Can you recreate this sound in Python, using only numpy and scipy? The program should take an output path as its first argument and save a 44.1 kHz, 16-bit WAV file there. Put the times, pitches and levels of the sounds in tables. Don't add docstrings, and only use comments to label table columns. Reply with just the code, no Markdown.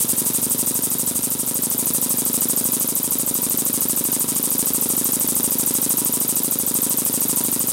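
import sys
import numpy as np
from scipy import signal
from scipy.fft import rfft, irfft
from scipy.io import wavfile

SR = 44100
rng = np.random.default_rng(int(sys.argv[2]) if len(sys.argv) > 2 else 0)


def pcm_store(signal):
    levels = np.round(np.clip(np.atleast_2d(signal), -1, 1) * 32767)
    wavfile.write(sys.argv[1], SR, levels.astype(np.int16).T)


N = 340540
TIME = np.arange(N) / SR
CRUISE_RPM = 770

# (frequency [Hz], level [dB])
LEAK_COLOUR = [(600.0, -7.5), (1000.0, -7.5), (1900.0, -13), (3000.0, -12), (3800.0, -6.5), (4400.0, -12),
               (5000.0, -10.5), (6500.0, -7.5), (8600.0, -1.2), (9500.0, -0.5), (10300.0, 1), (12600.0, -5),
               (14000.0, -5.5), (15600.0, -11.5)]
# (centre [Hz], width [Hz], level [dB])
PASSAGE_RESONANCES = [(4380, 160, -5), (4946, 280, 8), (5035, 145, -12), (6820, 300, 5), (7040, 340, -5),
                      (8910, 250, 2), (10200, 220, 1), (10400, 120, 1), (12500, 450, 0.5),
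                      (13000, 250, 0.5)]


def from_db(db):
    return 10 ** (np.asarray(db) / 20)


def read(rows, at):
    where, *columns = np.transpose(rows)
    return [np.interp(at, where, column) for column in columns]


def rms_one(x):
    return x / np.sqrt(np.mean(x ** 2) + 1e-20)


def butter(x, hz, kind, order=2):
    sos = signal.butter(order, np.clip(hz, 10, .45 * SR), kind, fs=SR, output="sos")
    return signal.sosfilt(sos, x)


def noise(spectrum, resonances=()):
    hz, db = np.transpose(spectrum)
    freqs = np.maximum(np.arange(N // 2 + 1) * SR / N, 1)
    colour_db = np.interp(np.log(freqs), np.log(hz), db)
    for centre, width, peak_db in resonances:
        colour_db += peak_db / (1 + (2 * (freqs - centre) / width) ** 2)
    white = rfft(rng.standard_normal(N))
    return rms_one(irfft(white * from_db(colour_db), N))


def flutter(per_s):
    return rms_one(np.interp(TIME * per_s, np.arange(N), rng.standard_normal(N)))


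def ring(force, hz, t60):
    decay = from_db(-60 / (t60 * SR))
    w = 2 * np.pi * hz / SR
    return signal.lfilter([0, np.sin(w)], [1, -2 * decay * np.cos(w), decay * decay], force + 1e-18)


def passes(turns, angle):
    whole_turns = np.arange(np.ceil(turns[0] - angle), turns[-1] - angle)
    return np.interp(whole_turns + angle, turns, TIME)


def impulses(times, db):
    out = np.zeros(N)
    out[np.clip((times * SR).astype(int), 0, N - 1)] = from_db(db)
    return out


def opening(angle, port):
    opens, rise, shut, fall = port
    since, span = (angle - opens) % 1, (shut - opens) % 1
    return np.clip(np.minimum(since / rise, (span - since) / fall), 0, 1)


def swells(angle, rows):
    total_db = 0
    for at, width, db in rows:
        distance = (angle - at + .5) % 1 - .5
        total_db = total_db + db * np.exp(-(distance / width) ** 2)
    return total_db


def knocks(turns, pressure_db, rpm, scatter_db=0.0, return_scatter_db=1.0, return_db=1.74,
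           return_db_per_rpm=0.06, mode_scatter_db=0.46, boom_below_hz=200, clack_above_hz=600):
    # (crank angle [turns], direction [sign], level [dB], centre of the modes struck [Hz],
    #  their spread [octaves], share of the mode's ring time [ratio], timing scatter [s])
    contacts = [(-.009, 1, 2.5, 4240, 0.35, 0.27, .0002), (-.005, 1, -1, 300, 1.23, 0.97, 0.00012),
                (0.094, 1, -14, 302, 0.97, 0.6, 0.000084), (0.529, -1, -3, 198, 1.06, 0.37, 0.00039),
                (.552, 1, -3, 2800, 0.27, 0.38, 0.00021), (.56, 1, -1, 1190, 0.99, 0.99, 0.00024),
                (0.634, 1, -6, 1120, 0.17, 0.95, 0.00041)]
    # (frequency [Hz], level [dB], full t60 [s], direction of swing [sign])
    body_modes = [(77, -46, 0.13, 1), (128.6, -26.5, 0.088, 1), (162, -32, 0.098, 1),
                  (243.3, -33.5, 0.33, -1), (275, -17, 0.045, -1), (347, -33.5, 0.088, -1),
                  (445.7, -30.5, 0.1, 1), (503, -34, 0.096, 1), (537, -40.5, 0.39, 1),
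                  (674, -32.5, 0.028, -1), (864, -31.5, 0.04, -1), (972, -45, 0.61, 1),
                  (1094, -27.5, 0.019, -1), (1216, -42, 0.079, -1), (2420, -40, 0.026, 1),
                  (2970, -28.5, 0.014, -1), (4120, -30, 0.004, 1), (4650, -20.5, 0.013, -1),
                  (5750, -14.5, 0.0087, 1), (6250, -49, 0.0056, -1)]
    # (time [s], bench boom [dB], bearing clack [dB])
    grip = [(0.05, 4, -3.5), (0.8, 2.5, -1.8), (2.9, -1.6, 0), (5.9, -1.5, -0.5), (7.6, -1, 0.5)]
    out = np.zeros(N)
    boom_db, clack_db = read(grip, TIME)
    return_knock_db = return_db + return_db_per_rpm * (rpm - CRUISE_RPM)
    for angle, direction, db, centre_hz, octaves, ring_share, scatter_s in contacts:
        times = passes(turns, angle)
        chance = rng.standard_normal((len(times), len(body_modes) + 2))
        times = times + scatter_s * chance[:, 0]
        force_db = db + np.interp(times, TIME, pressure_db)
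        if direction < 0:
            force_db += np.interp(times, TIME, return_knock_db) + return_scatter_db * chance[:, 1]
        else:
            force_db += scatter_db * chance[:, 1]
        for k, (hz, mode_db, t60, swing) in enumerate(body_modes):
            reach = np.exp(-.5 * (np.log2(hz / centre_hz) / octaves) ** 2)
            if reach < .03:
                continue
            grip_db = (hz < boom_below_hz) * np.interp(times, TIME, boom_db)
            grip_db += (hz > clack_above_hz) * np.interp(times, TIME, clack_db)
            blow_db = force_db + mode_db + grip_db + mode_scatter_db * chance[:, k + 2]
            blows = impulses(times, blow_db)
            out += np.sign(direction * swing) * reach * ring(blows, hz, t60 * ring_share)
    return out


def exhaust(angle, pressure_db, rpm, level_db=-18, shelf_hz=9500, sputter_db=0.78, sputter_per_s=600,
            uneven_db=0.55, uneven_per_s=13):
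    # (frequency [Hz], level [dB])
    colour = [(600.0, -37.5), (1000.0, -33.5), (1900.0, -27.5), (3800.0, -21.5), (4400.0, -22.5),
              (5600.0, -16), (7300.0, -9), (8650.0, 0), (9550.0, -9), (10350.0, -3.5), (11300.0, -5),
              (12700.0, -10.5), (14000.0, -5), (15600.0, -14)]
    # (crank angle [turns], width [turns], level [dB])
    spurts = [(.505, 0.013, 1), (.538, .016, -2), (.86, .016, -1.5), (.897, 0.016, 2)]
    port = (0.42, 0.093, 0.96, 0.05)
    brightest_turn, dulling_db_per_turn2, dulling_db_per_rpm = 0.69, 95, 0.0257
    treble_db = -dulling_db_per_turn2 * (angle - brightest_turn) ** 2
    treble_db -= dulling_db_per_rpm * (rpm - CRUISE_RPM)
    jet = noise(colour, PASSAGE_RESONANCES)
    freqs = np.arange(N // 2 + 1) * SR / N
    treble_share = 1 - 1 / (1 + (freqs / shelf_hz) ** 8)
    treble = irfft(rfft(jet) * treble_share, N)
    lower = jet - treble
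    jet = from_db(uneven_db * flutter(uneven_per_s)) * lower + from_db(treble_db) * treble
    flow_db = level_db + pressure_db + swells(angle, spurts) + sputter_db * flutter(sputter_per_s)
    return jet * opening(angle, port) * from_db(flow_db)


def leak(angle, pressure_db, level_db=-28.5, sputter_db=2.0, sputter_per_s=500):
    # (crank angle [turns], width [turns], level [dB])
    surges = [(.0, 0.027, 4.8), (.085, 0.025, 3.9)]
    port = (0.94, 0.032, 0.41, 0.072)
    jet = noise(LEAK_COLOUR, PASSAGE_RESONANCES)
    flow_db = level_db + pressure_db + swells(angle, surges) + sputter_db * flutter(sputter_per_s)
    return jet * opening(angle, port) * from_db(flow_db)


def faltering(at, recovery_s):
    # (time [s], loss [dB])
    falters = [(1.13, 22), (1.37, 10), (4.26, 20)]
    return sum(loss_db * np.exp(-(at - start) / recovery_s) for start, loss_db in falters if at >= start)


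def chirps(turns, rpm, attack_s=0.0016, release_s=0.0015, fall_hz_per_s=190000, waver_hz=130,
           scatter_hz=50, scatter_s=0.00025, waver_db=1.0):
    whistle_turn, whistle_hz = 0.424, 13930
    whistle_db, whistle_db_per_rpm = -9, 0.08
    level_recovery_s, pitch_recovery_s, flat_hz_per_db = 0.069, .2, 22
    out = np.zeros(N)
    lag = np.arange(-SR // 200, SR // 200) / SR
    shape = 1 / (1 + (lag / np.where(lag < 0, attack_s, release_s)) ** 2 / 2) ** 2
    for at in passes(turns, whistle_turn):
        late, sharp, *wavers = rng.standard_normal(size=10)
        hz = whistle_hz - flat_hz_per_db * faltering(at, pitch_recovery_s) + scatter_hz * sharp
        speed_db = whistle_db_per_rpm * (np.interp(at, TIME, rpm) - CRUISE_RPM)
        db = whistle_db - faltering(at, level_recovery_s) + speed_db
        waver = np.interp(lag, np.linspace(lag[0], lag[-1], len(wavers)), wavers)
        phase = 2 * np.pi * np.cumsum(hz - fall_hz_per_s * lag + waver_hz * waver) / SR
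        where = int((at + scatter_s * late) * SR) + np.arange(len(lag)) - len(lag) // 2
        out[np.clip(where, 0, N - 1)] += shape * from_db(db + waver_db * waver) * np.sin(phase)
    return out


def seep(pressure_db, level_db=-35.5):
    return from_db(level_db + pressure_db) * noise(LEAK_COLOUR, PASSAGE_RESONANCES)


def rub(level_db=-36.5):
    # (frequency [Hz], level [dB])
    colour = [(25, -23), (50, -18), (80, -4.5), (140, -7.5), (260, -2), (400, -9), (550, -5), (740, -14),
              (900, -16), (970, -2), (1080, -33), (1300, -9), (1600, -34.5), (4000, -16.5)]
    return from_db(level_db) * noise(colour)


def two_ports(x, t60_s=0.082):
    # (frequency [Hz], side minus mid [dB])
    width = [(60, -26), (140, -31), (330, -16.5), (500, -14.5), (1200, -19), (1700, -23), (2600, -72),
             (5000, -40), (9000, -23.5), (15000, -23)]
    freqs = np.maximum(np.arange(N // 2 + 1) * SR / N, 1)
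    hz, db = np.transpose(width)
    side_db = np.interp(np.log(freqs), np.log(hz), db)
    decay = from_db(np.maximum(-60 * TIME / t60_s, -300))
    scatter = rfft(rng.standard_normal(N) * decay)
    skew = 1j * np.sqrt(2) * np.sin(np.angle(scatter))
    side = irfft(rfft(x) * from_db(side_db) * skew, N)
    return x + side * np.array([[1], [-1]])


def workshop(x, t60_s=0.64, level_db=-30, cut_hz=520, bright_db=-9):
    t = TIME[:SR // 2]
    tails = rng.standard_normal((2, len(t))) * from_db(-60 * t / t60_s) * (t > .003)
    tails /= np.sqrt(np.sum(tails ** 2, axis=1, keepdims=True))
    dull = butter(tails, cut_hz, "low", order=1)
    tails = butter(dull + from_db(bright_db) * tails, 234, "high")
    return from_db(level_db) * signal.fftconvolve(x[None], tails, axes=1)[:, :N]


def scene(start_turn=.4769, radiation_hz=58, jet_low_hz=140):
    # (time [s], speed [turns per minute])
    speed = [(0.0, 685.3), (0.4, 731.9), (1.1, 752.7), (1.32, 746.9), (1.86, 770.5), (2.1, 753.5),
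             (2.43, 773.0), (2.72, 764.6), (2.89, 779.1), (3.29, 766.7), (3.34, 774.5), (4.18, 770.6),
             (4.41, 782.5), (5.08, 775.7), (6.83, 779.2), (7.11, 770.3), (7.26, 780.7), (7.72, 760.5)]
    # (time [s], level [dB])
    pressure = [(0.08, 0.5), (1.47, -1.5), (2.09, 0), (2.8, 0.4), (2.95, -1.6), (3.65, 0.0), (3.73, -0.5),
                (3.96, 0), (4.35, 0), (4.43, 0), (5.35, 0.7), (5.51, 0.3), (6.05, 0.45), (6.51, -0.95),
                (7.28, 0.74), (7.67, -0.7)]
    rpm, = read(speed, TIME)
    pressure_db, = read(pressure, TIME)
    turns = start_turn + np.cumsum(rpm) / 60 / SR
    angle = turns % 1
    frame = butter(knocks(turns, pressure_db, rpm), radiation_hz, "high", order=4)
    steam = exhaust(angle, pressure_db, rpm) + leak(angle, pressure_db)
    steam += chirps(turns, rpm) + seep(pressure_db)
    engine = frame + butter(steam, jet_low_hz, "high") + rub()
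    return two_ports(engine) + workshop(engine)


def record(dry, cutoff_hz=15900):
    return signal.sosfilt(signal.ellip(12, .1, 80, cutoff_hz, fs=SR, output="sos"), dry)


dry = scene()
out = record(dry)
pcm_store(out)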